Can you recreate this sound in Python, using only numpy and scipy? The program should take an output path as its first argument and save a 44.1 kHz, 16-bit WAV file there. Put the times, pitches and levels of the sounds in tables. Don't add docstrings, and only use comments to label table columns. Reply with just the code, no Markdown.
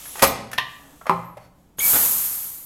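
import sys
import numpy as np
from scipy import signal
from scipy.fft import rfft, irfft, next_fast_len
from scipy.io import wavfile
from scipy.ndimage import uniform_filter1d, minimum_filter1d

SR = 44100
rng = np.random.default_rng(int(sys.argv[2]) if len(sys.argv) > 2 else 0)


def persist_wave(psi):
    counts = np.round(np.clip(psi, -1, 1) * 32767).astype(np.int16)
    wavfile.write(sys.argv[1], SR, np.atleast_2d(counts).T)


N = 116865
T = np.arange(N) / SR


def from_db(db):
    return 10 ** (np.asarray(db) / 20)


def at_hz(points, hz):
    table_hz, values = np.transpose(points)
    return np.interp(np.log(hz + 1e-9), np.log(table_hz), values)


def noise(colour, tilt_db=0):
    size = next_fast_len(N)
    hz = np.maximum(np.fft.rfftfreq(size, 1 / SR), 20)
    octaves = np.log2(np.maximum(hz / 1000, 1))
    gain = from_db(at_hz(colour, hz) + tilt_db * octaves)
    return irfft(rfft(rng.standard_normal(size)) * gain, size)[:N]


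def coloured(x, colour):
    size = 2 * next_fast_len(N // 2 + SR // 4)
    gain = from_db(at_hz(colour, np.fft.rfftfreq(size, 1 / SR)))
    cepstrum = irfft(np.log(gain), size)
    cepstrum[1:size // 2] *= 2
    cepstrum[size // 2 + 1:] = 0
    return irfft(rfft(x, size) * np.exp(rfft(cepstrum)), size)[:N]


def wander(rate_hz):
    pole = np.exp(-2 * np.pi * rate_hz / SR)
    drift = signal.lfilter([1], [1, -2 * pole, pole * pole], rng.standard_normal(N + SR))[SR:]
    return drift / drift.std()


def decay(start_s, t60_s):
    return (T >= start_s) * np.exp(-np.log(1000) * np.clip((T - start_s) / t60_s, 0, 10))


def ring(start_s, hz, t60_s):
    return np.sin(2 * np.pi * hz * (T - start_s)) * decay(start_s, t60_s)


def contact(start_s, t60_s, grit):
    burst = decay(start_s, t60_s)
    force = np.sqrt(grit) * rng.standard_normal(N) * burst
    force[int(start_s * SR)] += np.sqrt((1 - grit) * np.sum(burst ** 2))
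    return force


def struck(hits, colour, modes, room, crack_t60_s, grit, wet_db, ring_db):
    force = sum(from_db(db) * contact(start_s, crack_t60_s, grit) for start_s, db in hits)
    hardest_s = max(hits, key=lambda hit: hit[1])[0]
    ringing = 0
    for k, (hz, db, t60_s) in enumerate(modes):
        waver = 1 + 0.3 * wander(rate_hz=22)
        ringing += (-1) ** k * from_db(db + ring_db) * ring(hardest_s, hz, t60_s) * waver
    return in_room(coloured(force, colour), room, wet_db) + ringing


# frequency_hz, t60_s
ROOM_DECAY = [(60, 0.44), (200, 0.96), (1000, 0.59), (3000, 0.66), (8000, 0.45), (13000, .25)]


def room_response(gap_s=0.006):
    tail, edges_hz = 0, np.geomspace(30, 18000, 12)
    for low, high in zip(edges_hz, edges_hz[1:]):
        bandpass = signal.butter(2, [low, high], "band", fs=SR, output="sos")
        band = signal.sosfilt(bandpass, rng.standard_normal(N))
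        tail += band * decay(gap_s, at_hz(ROOM_DECAY, np.sqrt(low * high)))
    early = from_db(8) * rng.standard_normal(N) * decay(gap_s, t60_s=0.16)
    response = (early + tail)[:SR]
    return response / np.sqrt(np.sum(response ** 2))


def in_room(x, room, wet_db):
    return x + from_db(wet_db) * signal.fftconvolve(x, room)[:N]


# delay_ms, gain
NEAR_ECHOES = [(.9, 0.067), (2.3, 0.078), (4.1, 0.067)]


def near_surfaces(x):
    return x + sum(gain * np.interp(T - ms / 1000, T, x, left=0) for ms, gain in NEAR_ECHOES)


# frequency_hz, density_db
ROOM_COLOUR = [(25, -38.5), (70, -32), (100, -43), (170, -34.5), (290, -47.5), (400, -48), (900, -52),
               (2000, -64.5), (4000, -70), (16000, -77)]


def room_tone(hum_hz=289.4, hum_db=-64.5):
    waver = 1 + 0.13 * wander(rate_hz=2.3)
    hum = from_db(hum_db) * waver * np.sin(2 * np.pi * hum_hz * T)
    return hum + noise(ROOM_COLOUR)


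# frequency_hz, density_db
PLASTIC_COLOUR = [(40, -50), (300, -26.5), (650, -15), (1700, -17), (2800, -26), (4000, -33), (5500, -33),
                  (8000, -39), (12000, -34), (16000, -58)]
# start_s, length_s, level_db, ring_hz, ring_db, tilt_db_per_octave
RUBS = [(.77, 0.21, -26, 292.4, -25.5, -13), (1.396, 0.082, -32.5, 4500, -33, 2)]


def bottle_rubs(pitch_spread=0.035):
    out = 0
    for start_s, length_s, db, ring_hz, ring_db, tilt_db in RUBS:
        progress = np.clip((T - start_s) / length_s, 0, 1)
        stroke = np.sqrt(np.abs(np.sin(np.pi * progress)))
        hz = ring_hz * (1 + pitch_spread * wander(ring_hz * pitch_spread))
        tone = np.sin(2 * np.pi * np.cumsum(hz) / SR)
        out += from_db(db) * stroke * (noise(PLASTIC_COLOUR, tilt_db) + from_db(ring_db) * tone)
    return out


# start_s, level_db, ring_hz, ring_db, tilt_db_per_octave
TAPS = [(0.055, -10.5, 1720, -28, 3), (.155, -0.5, 760, -36.5, -0.5), (0.18, -1.5, 1870, -37, -8.5),
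        (0.1922, 0, 1903, -30, 4.5), (0.43, -17.5, 1100, -33.5, -0.5), (0.514, -9, 1810, -47.5, 4.5),
        (.5305, 2, 1764, -27.5, 3), (1.012, -8, 1360, -29, -5), (1.056, -5, 1107, -22, -5),
        (1.066, 6.5, 1170, -39, -1.5), (1.3695, -15.5, 588, -14.5, 2), (1.3765, -10, 780, -23.5, -3.5)]


def bottle_taps(attack_s=0.0025):
    out = 0
    for start_s, db, ring_hz, ring_db, tilt_db in TAPS:
        attack = np.clip((T - start_s) / attack_s, 0, 1)
        tick = noise(PLASTIC_COLOUR, tilt_db) * decay(start_s, t60_s=0.045)
        resonance = from_db(ring_db) * ring(start_s, ring_hz, t60_s=0.06)
        out += from_db(db) * attack * (tick + resonance)
    return out


# time_s, level_db
LEAK_LEVEL = [(0, 4.5), (.12, 5), (.22, 9.5), (.33, -12), (.5, -29), (.7, -8), (.98, -10.5), (1.2, -11),
              (1.33, -24), (1.44, -22), (1.52, -28), (1.61, -22), (1.72, -28)]
# frequency_hz, density_db
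LEAK_COLOUR = [(300, -47.5), (1200, -46), (1700, -48.5), (2400, -47), (3200, -42.5), (4600, -49.5),
               (6300, -43), (7800, -42.5), (9500, -46), (11800, -41), (14000, -44.5), (16000, -54.5)]


def neck_leak():
    return noise(LEAK_COLOUR) * from_db(np.interp(T, *np.transpose(LEAK_LEVEL)))


# start_s, length_s, start_hz, end_hz, level_db, width_hz
WHISTLES = [(0, 0.33, 11200, 10950, -42.5, 486), (0.269, .022, 13100, 13300, -23, 700),
            (.272, 0.075, 13900, 14000, -34, 700), (1.213, .19, 13400, 10200, -59, 400),
            (1.789, 0.019, 6480, 6910, -25.5, 130), (1.787, 0.033, 9760, 9100, -29.5, 700),
            (1.789, 0.045, 3520, 3300, -35, 440), (1.802, 0.02, 2220, 2320, -28.5, 70),
            (1.81, 0.099, 2287, 2270, -30, 24.8)]


def gap_whistles(attack_share=0.22):
    out = 0
    for start_s, length_s, start_hz, end_hz, db, width_hz in WHISTLES:
        progress = np.clip((T - start_s) / length_s, 0, 1)
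        hz = start_hz + (end_hz - start_hz) * progress + width_hz / 2 * wander(width_hz)
        swell = np.interp(progress, [0, attack_share, 1], [0, 1, 0]) ** 1.5
        out += 2 * from_db(db) * swell * np.sin(2 * np.pi * np.cumsum(hz) / SR)
    return out


# start_s, level_db
CLINKS = [(.5405, -29), (.5797, -3), (.5818, 2.5), (.5845, 5)]
# frequency_hz, gain_db
CLINK_COLOUR = [(40, -26), (250, -24), (700, -15.5), (1000, 1), (1350, -12.5), (1800, 3.5), (2100, -12.5),
                (2400, -4.5), (3400, -11.5), (5000, -16), (7000, -35.5), (12000, -24), (16000, -50)]
# pitch_hz, level_db, t60_s
NOZZLE_MODES = [(133, -35, .3), (1040, -26, 0.33), (1164, -34.5, 0.72), (1715, -39.5, 0.8),
                (1850, -30.5, .3), (1927, -36.5, 0.49), (2420, -42, 0.58), (3040, -31.5, .31),
                (2915, -33.5, 0.42), (3176, -47.5, .6), (3838, -45, .28), (4312, -49, 0.23)]


def nozzle_clink(room):
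    return struck(CLINKS, CLINK_COLOUR, NOZZLE_MODES, room,
                  crack_t60_s=0.018, grit=0.94, wet_db=-5, ring_db=-1.5)


# start_s, level_db
KNOCKS = [(1.0957, 3), (1.1115, -10.5)]
# frequency_hz, gain_db
KNOCK_COLOUR = [(40, -24), (150, -2), (280, -8.5), (500, 0), (680, -4), (820, 10), (1080, 13), (1450, -3.5),
                (1800, 0.5), (2400, -16.5), (6000, -31), (12000, -28), (16000, -47.5)]
# pitch_hz, level_db, t60_s
BOTTLE_MODES = [(118.8, -35.5, 1), (172, -26, 0.6), (385, -24.5, 0.25), (522, -35.5, 0.48),
                (639, -33.5, .4), (815, -26, 0.34), (904, -37.5, 0.19), (972, -34.5, 0.39),
                (1050, -20, 0.16), (1060, -30, .18)]


def bottle_knock(room):
    return struck(KNOCKS, KNOCK_COLOUR, BOTTLE_MODES, room,
                  crack_t60_s=0.02, grit=0.5, wet_db=-4, ring_db=0.5)


# start_s, level_db
CLACKS = [(.2203, -12), (.2232, 10), (.2272, 1.5), (.2385, -2.5)]
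# frequency_hz, gain_db
CLACK_COLOUR = [(30, -12), (70, -15), (90, -12.5), (160, 0.5), (310, -2), (510, 6.5), (700, 0), (1070, 7.5),
                (1400, -5.5), (2400, -7), (5500, -13), (9000, -12.5), (11500, -4.5), (16000, -23)]
# pitch_hz, level_db, t60_s
CLACK_MODES = [(44.9, -43.5, .7), (72.5, -33.5, 0.56), (116, -33.5, 1), (177, -32.5, 0.64),
               (205, -46.5, 0.74), (367, -35, 0.33), (546.6, -12.5, 0.18), (1156, -20, .16),
               (1660, -33.5, .2)]


def seal_clack(room):
    return struck(CLACKS, CLACK_COLOUR, CLACK_MODES, room,
                  crack_t60_s=0.063, grit=1.0, wet_db=-8, ring_db=1)


# start_s, level_db
SPUTTERS = [(1.785, -7), (1.933, -2), (1.942, -1), (1.956, -0.5), (1.9633, -1.5), (2.011, -5.5)]
# frequency_hz, density_db
SPUTTER_COLOUR = [(30, -43), (120, -14.5), (350, -12), (800, -14.5), (1500, -16.5), (2000, -21.5),
                  (4000, -24), (16000, -39)]


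def jet_sputters(t60_s=0.053):
    puffs = sum(from_db(db) * decay(start_s, t60_s) for start_s, db in SPUTTERS)
    return noise(SPUTTER_COLOUR) * puffs


# time_s, level_db
VALVE_FLOW = [(1.772, -42), (1.783, -28.5), (1.79, -16.5), (1.814, -7.5), (1.865, -0.5), (1.96, -0.5),
              (2.06, -2.5), (2.23, -7.5), (2.38, -13), (2.5, -18), (2.65, -25.5)]
# frequency_hz, density_db
JET_COLOUR = [(30, -29), (170, -25), (450, -30), (1100, -23), (1900, -26.5), (3500, -26.5), (5800, -22.5),
              (6400, -18), (7300, -16.5), (8400, -17), (9600, -13), (10500, -13), (12100, -5.5),
              (13500, -9), (16000, -26)]


def vent_jet(flicker_db=0.6, dulling_db_per_db=0.013, treble_hz=6000):
    flow_db = np.interp(T, *np.transpose(VALVE_FLOW))
    valve_open = T > VALVE_FLOW[0][0]
    hiss = noise(JET_COLOUR) * from_db(flow_db + flicker_db * wander(rate_hz=28)) * valve_open
    low = signal.sosfilt(signal.butter(1, treble_hz, fs=SR, output="sos"), hiss)
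    return low + (hiss - low) * from_db(dulling_db_per_db * flow_db)


def scene():
    room = room_response()
    blows = seal_clack(room) + nozzle_clink(room) + bottle_knock(room)
    handling = in_room(bottle_taps() + bottle_rubs(), room, wet_db=-6)
    whistles = in_room(gap_whistles(), room, wet_db=-15)
    hiss = near_surfaces(neck_leak() + vent_jet())
    sputters = in_room(jet_sputters(), room, wet_db=-1.5)
    return np.tile(room_tone() + handling + whistles + blows + sputters + hiss, (2, 1))


def record(dry, limiter_window_s=0.0017, overload_at=0.74, stopband_hz=16900):
    window = int(limiter_window_s * SR)
    gain = np.minimum(1, 1 / (np.abs(dry).max(axis=0) + 1e-9))
    smooth_gain = uniform_filter1d(minimum_filter1d(gain, window), window)
    lowpass = signal.cheby2(16, 70, stopband_hz, fs=SR, output="sos")
    return signal.sosfilt(lowpass, np.clip(dry * smooth_gain, -overload_at, overload_at))


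dry = scene()
out = record(dry)
persist_wave(out)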